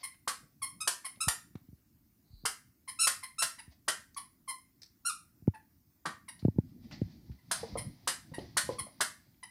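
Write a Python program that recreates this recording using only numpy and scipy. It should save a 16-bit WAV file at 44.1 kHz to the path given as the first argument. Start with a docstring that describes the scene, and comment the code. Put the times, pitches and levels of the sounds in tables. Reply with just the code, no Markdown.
"""Dog with a squeaky toy

In a furnished room a dog chews a toy, then jumps to a sofa and pads about on it. Air pressed out and
sucked back swings the toy's reed into squeaks; a hard bite cracks it into a rattle. Teeth and claws
tick, cloth rustles. Right at the microphone, fingers bump the handheld camera over a faint hiss."""
import sys
import numpy as np
from scipy import signal
from scipy.io import wavfile
from scipy.ndimage import uniform_filter1d

SR = 44100
rng = np.random.default_rng(int(sys.argv[2]) if len(sys.argv) > 2 else 0)


def to_wav(sig):
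    """Store sig (one row per channel, or 1-D mono) as 16-bit WAV at the path in sys.argv[1].

    Samples outside -1..1 are clipped; the rate is SR.
    """
    pcm = np.clip(np.atleast_2d(sig), -1, 1) * 32767
    pcm = np.round(pcm).astype(np.int16)
    wavfile.write(sys.argv[1], SR, pcm.T)  # frames by channels


N = 418950


def gain_of(db):
    return 10 ** (np.asarray(db) / 20)


def unit_rms(x):
    return x / np.sqrt(np.mean(x ** 2) + 1e-20)


def curve_at(points, hz):
    f, value = np.transpose(points)
    return np.interp(np.log(hz + 1), np.log(f + 1), value)


def add(mix, start_s, sound):
    part = mix[round(start_s * SR):][:len(sound)]
    part += sound[:len(part)]


def drift(shape, samples, passes=1):
    """Random motion, smoothed over so many samples."""
    x = rng.standard_normal(shape)
    for _ in range(passes):
        x = uniform_filter1d(x, samples)
    return unit_rms(x)


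def noise(spectrum, patchy_db):
    """Coloured noise whose bands swell and fade in random patches."""
    real, imag, patches = rng.standard_normal((N // 256 + 5, 513, 3)).T
    patches = unit_rms(uniform_filter1d(uniform_filter1d(patches, 9, axis=0), 9, axis=1))
    colour_db = curve_at(spectrum, np.fft.rfftfreq(1024, 1 / SR))[:, None]
    spectra = (real + 1j * imag) * gain_of(colour_db + patchy_db * patches)
    return unit_rms(signal.istft(spectra, nperseg=1024, noverlap=768)[1][:N])


def fader(rows):
    """Gain along (time_s, level_db) points, silent outside them."""
    s, db = np.transpose(rows)
    return gain_of(np.interp(np.arange(N) / SR, s, db, -120, -120))


# Decay of the furnished room: freq_hz, t60_s
ROOM_DECAY = [(300, 0.27), (800, 0.2), (1400, 0.26), (2000, 0.31), (3000, 0.23), (5500, .26), (9000, 0.24),
              (13000, 0.27)]
def room(x):
    """Sparse echoes, each band dying at its own speed, and a faint slower tail from the next room."""
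    taps = np.zeros(SR // 2)
    slots = np.arange(80, len(taps) - 12, 12)
    taps[slots + rng.integers(0, 12, len(slots))] = rng.choice([-1., 1.], len(slots))
    hz, t, spectra = signal.stft(taps, SR, nperseg=256)
    fall_db = -60 * t / curve_at(ROOM_DECAY, hz)[:, None]
    tail = signal.istft(spectra * (gain_of(fall_db) + gain_of(.5 * fall_db - 25)), SR, nperseg=256)[1]
    return signal.fftconvolve(x, tail / np.linalg.norm(tail))[:N]


# Noise floor at the microphone: freq_hz, density_db
HISS_SPECTRUM = [(12, -49), (25, -7.5), (86, -6), (155, -19), (230, -7.5), (320, -13.5), (460, -33.5),
                 (620, -29), (900, -30.5), (2000, -32.5), (3300, -38.5), (5200, -31), (8500, -35.5),
                 (12000, -30.5), (15000, -23), (16400, -44.5)]
def hiss():
    """A faint, steady bed of noise, strongest in the bass."""
    return gain_of(-70.5) * noise(HISS_SPECTRUM, patchy_db=2.3)


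# Colour of the close rumble: freq_hz, density_db
RUMBLE_SPECTRUM = [(15, -31), (25, -10.5), (59, 3.5), (124, 4), (283, -1), (379, -21), (584, -28.5),
                   (700, -29.5), (910, -63.5), (1540, -120)]
# Its swells: time_s, level_db
RUMBLE_LEVELS = [(0.0, -75), (0.79, -61), (0.98, -74.5), (1.58, -63.5), (2.04, -72.5), (4.15, -67.5),
                 (5.16, -75), (5.48, -67.5), (5.98, -74.5), (6.38, -63.5), (6.54, -53.5), (7.06, -49),
                 (7.43, -61), (7.83, -43.5), (8.17, -65.5), (8.36, -55), (8.52, -56), (8.73, -53.5),
                 (8.97, -61.5), (9.5, -70)]
def rumble():
    """The low stir of hands and cushions."""
    return noise(RUMBLE_SPECTRUM, patchy_db=4) * fader(RUMBLE_LEVELS)


# Fingers on the camera, right at the microphone: start_s, level_db, pitch_scale_hz, t60_s
CAMERA_BUMPS = [(1.272, -25.5, 174, 0.065), (1.553, -33.5, 302, 0.051), (1.686, -49, 248, 0.13),
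                (1.728, -44.5, 243.5, 0.075), (2.301, -54.5, 129, 0.29), (2.329, -48, 146.6, 0.7),
                (2.436, -44.5, 304, 0.075), (3.677, -48.5, 238, 0.2), (5.422, -46, 250.4, 0.08),
                (5.477, -14, 337, 0.062), (6.426, -35, 252.3, 0.14), (6.4499, -14.5, 363, 0.064),
                (6.482, -17, 336, 0.055), (6.559, -39, 251, 0.14), (6.585, -11.5, 303, 0.037),
                (6.789, -55, 248, 0.045), (7.016, -21.5, 330, 0.075), (7.296, -38, 238, 0.19),
                (7.722, -40, 196, 0.33), (8.721, -42, 199, 0.11), (8.807, -40, 201, 0.084)]
def camera_bumps():
    """The case swings fast, then slower as it settles; a panel rings, damped by the hand."""
    out, t = np.zeros(N), np.arange(9000) / SR
    for s, db, scale_hz, t60 in CAMERA_BUMPS:
        age = t * scale_hz
        turns = np.cumsum(scale_hz * (.28 + .58 * np.exp(-(age / 1.7) ** 2))) / SR
        swing = np.sin(2 * np.pi * turns - 1.2) * (1 - np.exp(-(age / .59) ** 3))
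        panel = np.sin(2 * np.pi * rng.uniform(550, 900) * t) * age * np.exp(-t / .003)
        envelope = gain_of(db + 5 - 60 * t / t60) * (.69 + .26 * np.exp(-(age / 4.8) ** 2))
        add(out, s, envelope * (swing + .082 * panel))
    return out


# Colour of the rustle: freq_hz, density_db
RUSTLE_SPECTRUM = [(350, -31), (650, -2.5), (1000, -7.5), (1400, -17), (2000, -6), (2800, -14.5),
                   (3800, -8), (4800, -4), (6000, -13), (7500, -27), (11000, -58)]
# Cloth under the jumping, turning dog, over on the sofa: time_s, level_db
SHUFFLE_LEVELS = [(6.3, -86), (6.78, -89.5), (7.0, -74), (7.2, -82), (7.45, -82.5), (7.7, -70),
                  (7.85, -75.5), (8.18, -76.5), (8.29, -78), (8.6, -81.5), (8.99, -75.5), (9.23, -80.5),
                  (9.45, -91.5)]
# A squeak's dying tail at the start, then drags of cloth: peak_s, level_db, rise_s, fall_s
NOISE_BURSTS = [(0.02, -62.5, .03, 0.0029), (3.724, -67.5, .012, 0.012), (6.397, -72, .004, .015),
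                (6.694, -82, .02, 0.023), (6.842, -71.5, .015, 0.027), (6.925, -52, .006, 0.017),
                (7.118, -74.5, .03, .025), (7.265, -83.5, .006, 0.024), (7.32, -79.5, .006, 0.017),
                (7.56, -53.5, .02, 0.08), (8.42, -67, .05, 0.077), (8.732, -56.5, .05, 0.014)]
def rustle():
    """A slow shuffle of rubbed fabric, plus short noise bursts that swell and die."""
    t = np.arange(N) / SR
    bursts = sum(gain_of(db) * np.exp(-abs(t - s) / np.where(t < s, rise, fall))
                 for s, db, rise, fall in NOISE_BURSTS)
    return noise(RUSTLE_SPECTRUM, patchy_db=0) * (fader(SHUFFLE_LEVELS) + bursts)


# One soft whiff in the room: start_s, end_s, level_db, centre_hz, width_hz
AIR_LEAK = (2.24, 2.45, -75, 4300, 650)
def air_leak():
    """Air hisses through a narrow gap."""
    start, end, db, hz, width = AIR_LEAK
    band = [(hz - 2 * width, -40), (hz - width / 2, 0), (hz + width / 2, 0), (hz + 2 * width, -40)]
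    swell = fader([(start, db - 16), ((start + end) / 2, db), (end, db - 2)])
    return noise(band, patchy_db=1.5) * swell


# Paws on the furniture: start_s, level_db, pitch_hz
PAW_STEPS = [(0.431, -51, 147), (0.742, -65, 213), (1.172, -50, 224), (7.631, -32, 481), (7.755, -27, 563),
             (8.317, -35.5, 154), (8.383, -29, 335), (8.639, -40.5, 145), (8.691, -22.5, 491),
             (8.867, -44, 595), (9.265, -62, 197.7)]
def paws():
    """Each step gives a cushioned knock and a dull scuff."""
    out, t = np.zeros(N), np.arange(6000) / SR
    for s, db, hz in PAW_STEPS:
        knock = np.sin(2 * np.pi * hz * t) * gain_of(-60 * t / .028)
        scuff = drift(len(t), 50, passes=2) * np.cos(2 * np.pi * 1.4 * hz * t) * gain_of(-60 * t / .063)
        add(out, s, gain_of(db) * (knock + .35 * scuff) * (1 - np.exp(-t / .001)))
    return out


# Teeth and claws, close-sounding: start_s, level_db, centre_hz, decay_s
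TOOTH_AND_CLAW_TICKS = [(0.141, -55, 2040, 0.0048), (1.038, -50, 1910, 0.0027), (1.158, -49, 3440, 0.0021),
                        (1.554, -34, 966, 0.0017), (1.555, -54.5, 3140, 0.003), (4.146, -36, 5400, 0.0014),
                        (4.818, -41.5, 5130, 0.0037), (4.831, -34.5, 4800, 0.002),
                        (4.84, -48.5, 5130, 0.0033), (4.86, -50, 5090, .003), (4.862, -64, 4950, 0.0036),
                        (5.473, -54.5, 1844, 0.0028), (5.625, -72.5, 7960, 0.0019),
                        (6.39, -58, 4330, 0.011), (6.422, -51, 1810, 0.0018), (6.446, -50.5, 1330, 0.005),
                        (6.58, -60, 870, 0.0084), (6.91, -43.5, 2014, 0.0044), (7.014, -48, 1830, 0.0031),
                        (7.315, -60, 2170, 0.0056), (8.387, -46, 3610, 0.0055), (9.344, -50, 2760, 0.001)]
def teeth_and_claws():
    """Each hard contact ticks: a grain of noise around a centre pitch."""
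    out, t = np.zeros(N), np.arange(1500) / SR
    for s, db, hz, decay_s in TOOTH_AND_CLAW_TICKS:
        grit = drift(len(t), 22) * np.cos(2 * np.pi * hz * t)
        add(out, s, gain_of(db) * grit * (1 - np.exp(-t / .0053)) * np.exp(-t / decay_s))
    return out


def reed(length_s, pressure_db, pitch_hz, treble_db, fundamental_db, *,
         tone, rise_share, fade_db, scoop, sag, waver, air, air_samples):
    """The reed swings once a cycle; its pitch slides in as pressure builds and sags as it leaks away."""
    t = np.arange(0, length_s, 1 / SR)
    slack_db = -11.5 * np.maximum(1 - t / (rise_share * length_s), 0) + fade_db * (t / length_s) ** 1.8
    tilt_db = treble_db + .73 * slack_db  # less pressure, duller tone
    slide_in = scoop * np.exp(-t / .0074)
    droop = sag * np.exp(-((t - length_s) / (.32 * length_s)) ** 2)
    hz = pitch_hz * (1 - slide_in - droop) * (1 + waver * drift(len(t), 90))
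    hz *= 1 + .016 * drift(len(t), 250, passes=2)  # the jaw trembles
    k = np.arange(1, 16)[:, None]
    heights = gain_of(curve_at(tone, k * hz) + tilt_db * np.log2(k * hz / 3000) + fundamental_db * (k == 1))
    turns = k * np.cumsum(hz) / SR + rng.random(k.shape)
    smear = air * np.minimum(k / 2, 1) * drift(heights.shape, air_samples, passes=2)  # leaking air
    harmonics = heights * (1 + smear) * np.cos(2 * np.pi * turns)
    squeak = harmonics.sum(0) / np.sqrt((heights ** 2).sum(0) / 2)
    return gain_of(pressure_db + slack_db) * squeak * signal.windows.tukey(len(t), .25)


# Overtones of the reed on the inflow: freq_hz, level_db
REFILL_TONE = [(1000, -10), (2100, -3.5), (3200, -12), (4300, -9), (5300, -9.5), (6500, -23.5), (8000, -15),
               (9000, -4), (10000, 3.5), (11000, -11.5), (12500, -21), (16000, -33)]
# The toy refills: start_s, length_s, pressure_db, pitch_hz, treble_db_per_octave, fundamental_db,
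# rasp_share
TOY_REFILLS = [(0.03, 0.027, -40, 1079, 3, 5, .5), (0.617, 0.035, -35.5, 1092, 3.5, 9, 0.11),
               (1.043, 0.028, -41, 1074, 2, 5, 0.7), (2.875, 0.029, -43, 1040, 2, 5.5, 0.53),
               (3.228, 0.022, -42.5, 1032, 1, 3, 0.64), (3.581, .026, -50.5, 988, -2, -1.5, 0.64),
               (4.163, 0.026, -40, 1094, 2.5, 13.5, 0.52), (4.475, 0.041, -37.5, 1062, 3, 13.5, 0.04),
               (5.535, 0.031, -55, 897, -6.5, 3.5, 0.75), (6.28, .022, -48, 991, 1, 4, 0.77),
               (7.382, .02, -72, 995, -9, -8, 0), (7.77, 0.029, -43, 1062, 2.5, 4.5, 0.8),
               (8.336, 0.023, -47, 967, -1.5, 1, 0.58), (8.783, 0.024, -38, 1078, 1.5, 7.5, 0.52),
               (9.428, 0.017, -46, 1005, -1, 3.5, .4)]
def refills():
    """Air sucked back past the reed gives a lower, raspier squeak."""
    out = np.zeros(N)
    for s, *breath, rasp in TOY_REFILLS:
        add(out, s, reed(*breath, tone=REFILL_TONE, rise_share=.41, fade_db=-4.5, scoop=-.03, sag=.06,
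                         waver=.005 + .035 * rasp, air=.15 + .75 * rasp, air_samples=60))
    return out


# Overtones of the reed on the outflow: freq_hz, level_db
SQUEEZE_TONE = [(1300, 2.5), (2700, 2.5), (4000, 0.5), (5400, 3.5), (6700, -4), (8000, 0.5), (9500, 6),
                (11000, -5), (13000, -23.5), (16000, -35.5)]
# The jaw closes: start_s, length_s, pressure_db, pitch_hz, treble_db_per_octave, fundamental_db,
# sag_share, fade_db
TOY_SQUEEZES = [(0.803, 0.035, -37, 1302, 5, 5, .05, -12), (1.203, 0.041, -32.5, 1346, 5, 4, 0.055, -9.5),
                (2.986, .082, -29.5, 1367, 3.5, -1.5, .04, -3),
                (3.381, 0.05, -33.5, 1351, 3, 2, 0.031, -6.5),
                (5.047, .072, -33, 1414, 7, 11.5, 0.19, -13.5)]
def squeezes():
    """Air pressed out past the reed gives a bright squeak."""
    out = np.zeros(N)
    for s, *breath, sag, fade_db in TOY_SQUEEZES:
        add(out, s, reed(*breath, tone=SQUEEZE_TONE, rise_share=.27, fade_db=fade_db, scoop=.09, sag=sag,
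                         waver=.008, air=.32, air_samples=75))
    return out


# Colour of the toy's rattle: freq_hz, density_db
RATTLE_SPECTRUM = [(88, -58), (150, -5.5), (494, -4.5), (649, 4.5), (790, -3.5), (1060, 5.5), (1790, 4),
                   (2500, -9.5), (2980, -4), (3500, -7), (4600, -5), (5500, -7.5), (6700, -11.5),
                   (7600, -9.5), (9100, -7), (11300, -15), (16000, -45)]
# Hard bites, out in the room: start_s, level_db, pitch_hz, length_s, treble_db_per_octave, air_ratio,
# cavity_db
HARD_BITES = [(0.276, -21, 1099, 0.017, 4.5, 0.39, 3.5), (0.874, -25, 1363, 0.0094, 4, 2.33, -3),
              (1.282, -21, 1326, 0.0059, 5, 2.18, 0.5), (2.453, -22.5, 1423, 0.015, 4, 0.8, -2.5),
              (3.07, -24.5, 1240, 0.013, 5.5, 2.13, 1.5), (3.422, -26.5, 1273, 0.015, 4.5, 2, -3),
              (3.88, -22.5, 1363, 0.017, 2.5, 0.74, -5.5), (6.055, -26, 1144, 0.017, -2, 0.56, -1),
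              (7.512, -24.5, 1201, 0.014, 4.5, 1.1, -0.5), (8.074, -21, 1229, 0.019, 3, 0.64, -12),
              (8.569, -20.5, 998.5, 0.016, 4, 1.14, -6.5), (9.006, -20.5, 994.5, 0.014, 3, 0.92, -5)]
def cracks():
    """A sharp snap with a faint, brief lead-in; then the reed slaps unevenly amid rushing air."""
    out, t = np.zeros(N), np.arange(4096) / SR
    f = abs(np.fft.fftfreq(len(t), 1 / SR))
    snap_t = np.arange(-200, 200) / SR
    lead_in = .042 * (snap_t < 0) * (1 + snap_t / snap_t[-1])
    snap = .8 * np.cos(2 * np.pi * 1100 * snap_t) * (np.exp(-abs(snap_t) / .00055) + lead_in)
    for s, db, hz, length_s, tilt_db, air, cavity_db in HARD_BITES:
        wobble, strength, rush = rng.standard_normal((3, len(t)))
        turns = np.cumsum(hz * (1 + .13 * unit_rms(uniform_filter1d(wobble, 60)))) / SR
        slaps = np.diff(np.floor(turns), prepend=0) * (1 + .69 * strength) * np.sqrt(SR / hz)
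        drive = (slaps + 2 * air * rush) * (1 - np.exp(-t / .001)) / (1 + (t / length_s) ** 3)
        colour_db = curve_at(RATTLE_SPECTRUM, f) + tilt_db * np.log2((f + 200) / 3000)
        colour_db += cavity_db / (1 + ((f - hz) / 250) ** 2)
        log_gain = np.log(gain_of(np.maximum(colour_db, -70)))
        body = np.fft.ifft(np.exp(np.conj(signal.hilbert(log_gain)))).real[:1024]  # minimum phase
        rattle = .2 * signal.fftconvolve(drive, body / np.linalg.norm(body))
        crack = np.append(np.zeros(200), rattle)  # the rattle starts at the peak of the snap
        add(crack, 0, snap)
        add(out, s - 165 / SR, gain_of(db) * crack)
    return out


def scene():
    """One microphone: the dog with the room around it, the handling close and dry."""
    ticks = teeth_and_claws()
    dog = ticks + squeezes() + refills() + cracks() + paws() + rustle() + air_leak()
    turn = 2.3 * np.arange(N) / SR  # the dog keeps moving, so three echo patterns take turns
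    echoes = sum(room(dog * np.cos(turn + k * np.pi / 3)) for k in range(3)) * np.sqrt(2 / 3)
    close = ticks + camera_bumps() + rumble() + hiss()
    return (gain_of(2.5) * dog + gain_of(.5) * echoes + close)[None]


def record(dry, low_cut_hz=60, high_cut_hz=16000):
    """The camera's microphone drops deep bass; a steep band limit trims the top."""
    thin = signal.lfilter(*signal.butter(2, low_cut_hz, "high", fs=SR), dry)
    band_limit = signal.firwin(401, high_cut_hz, window=("kaiser", 9), fs=SR)
    return signal.oaconvolve(thin, band_limit[None], "same")


dry = scene()
out = record(dry)
to_wav(out)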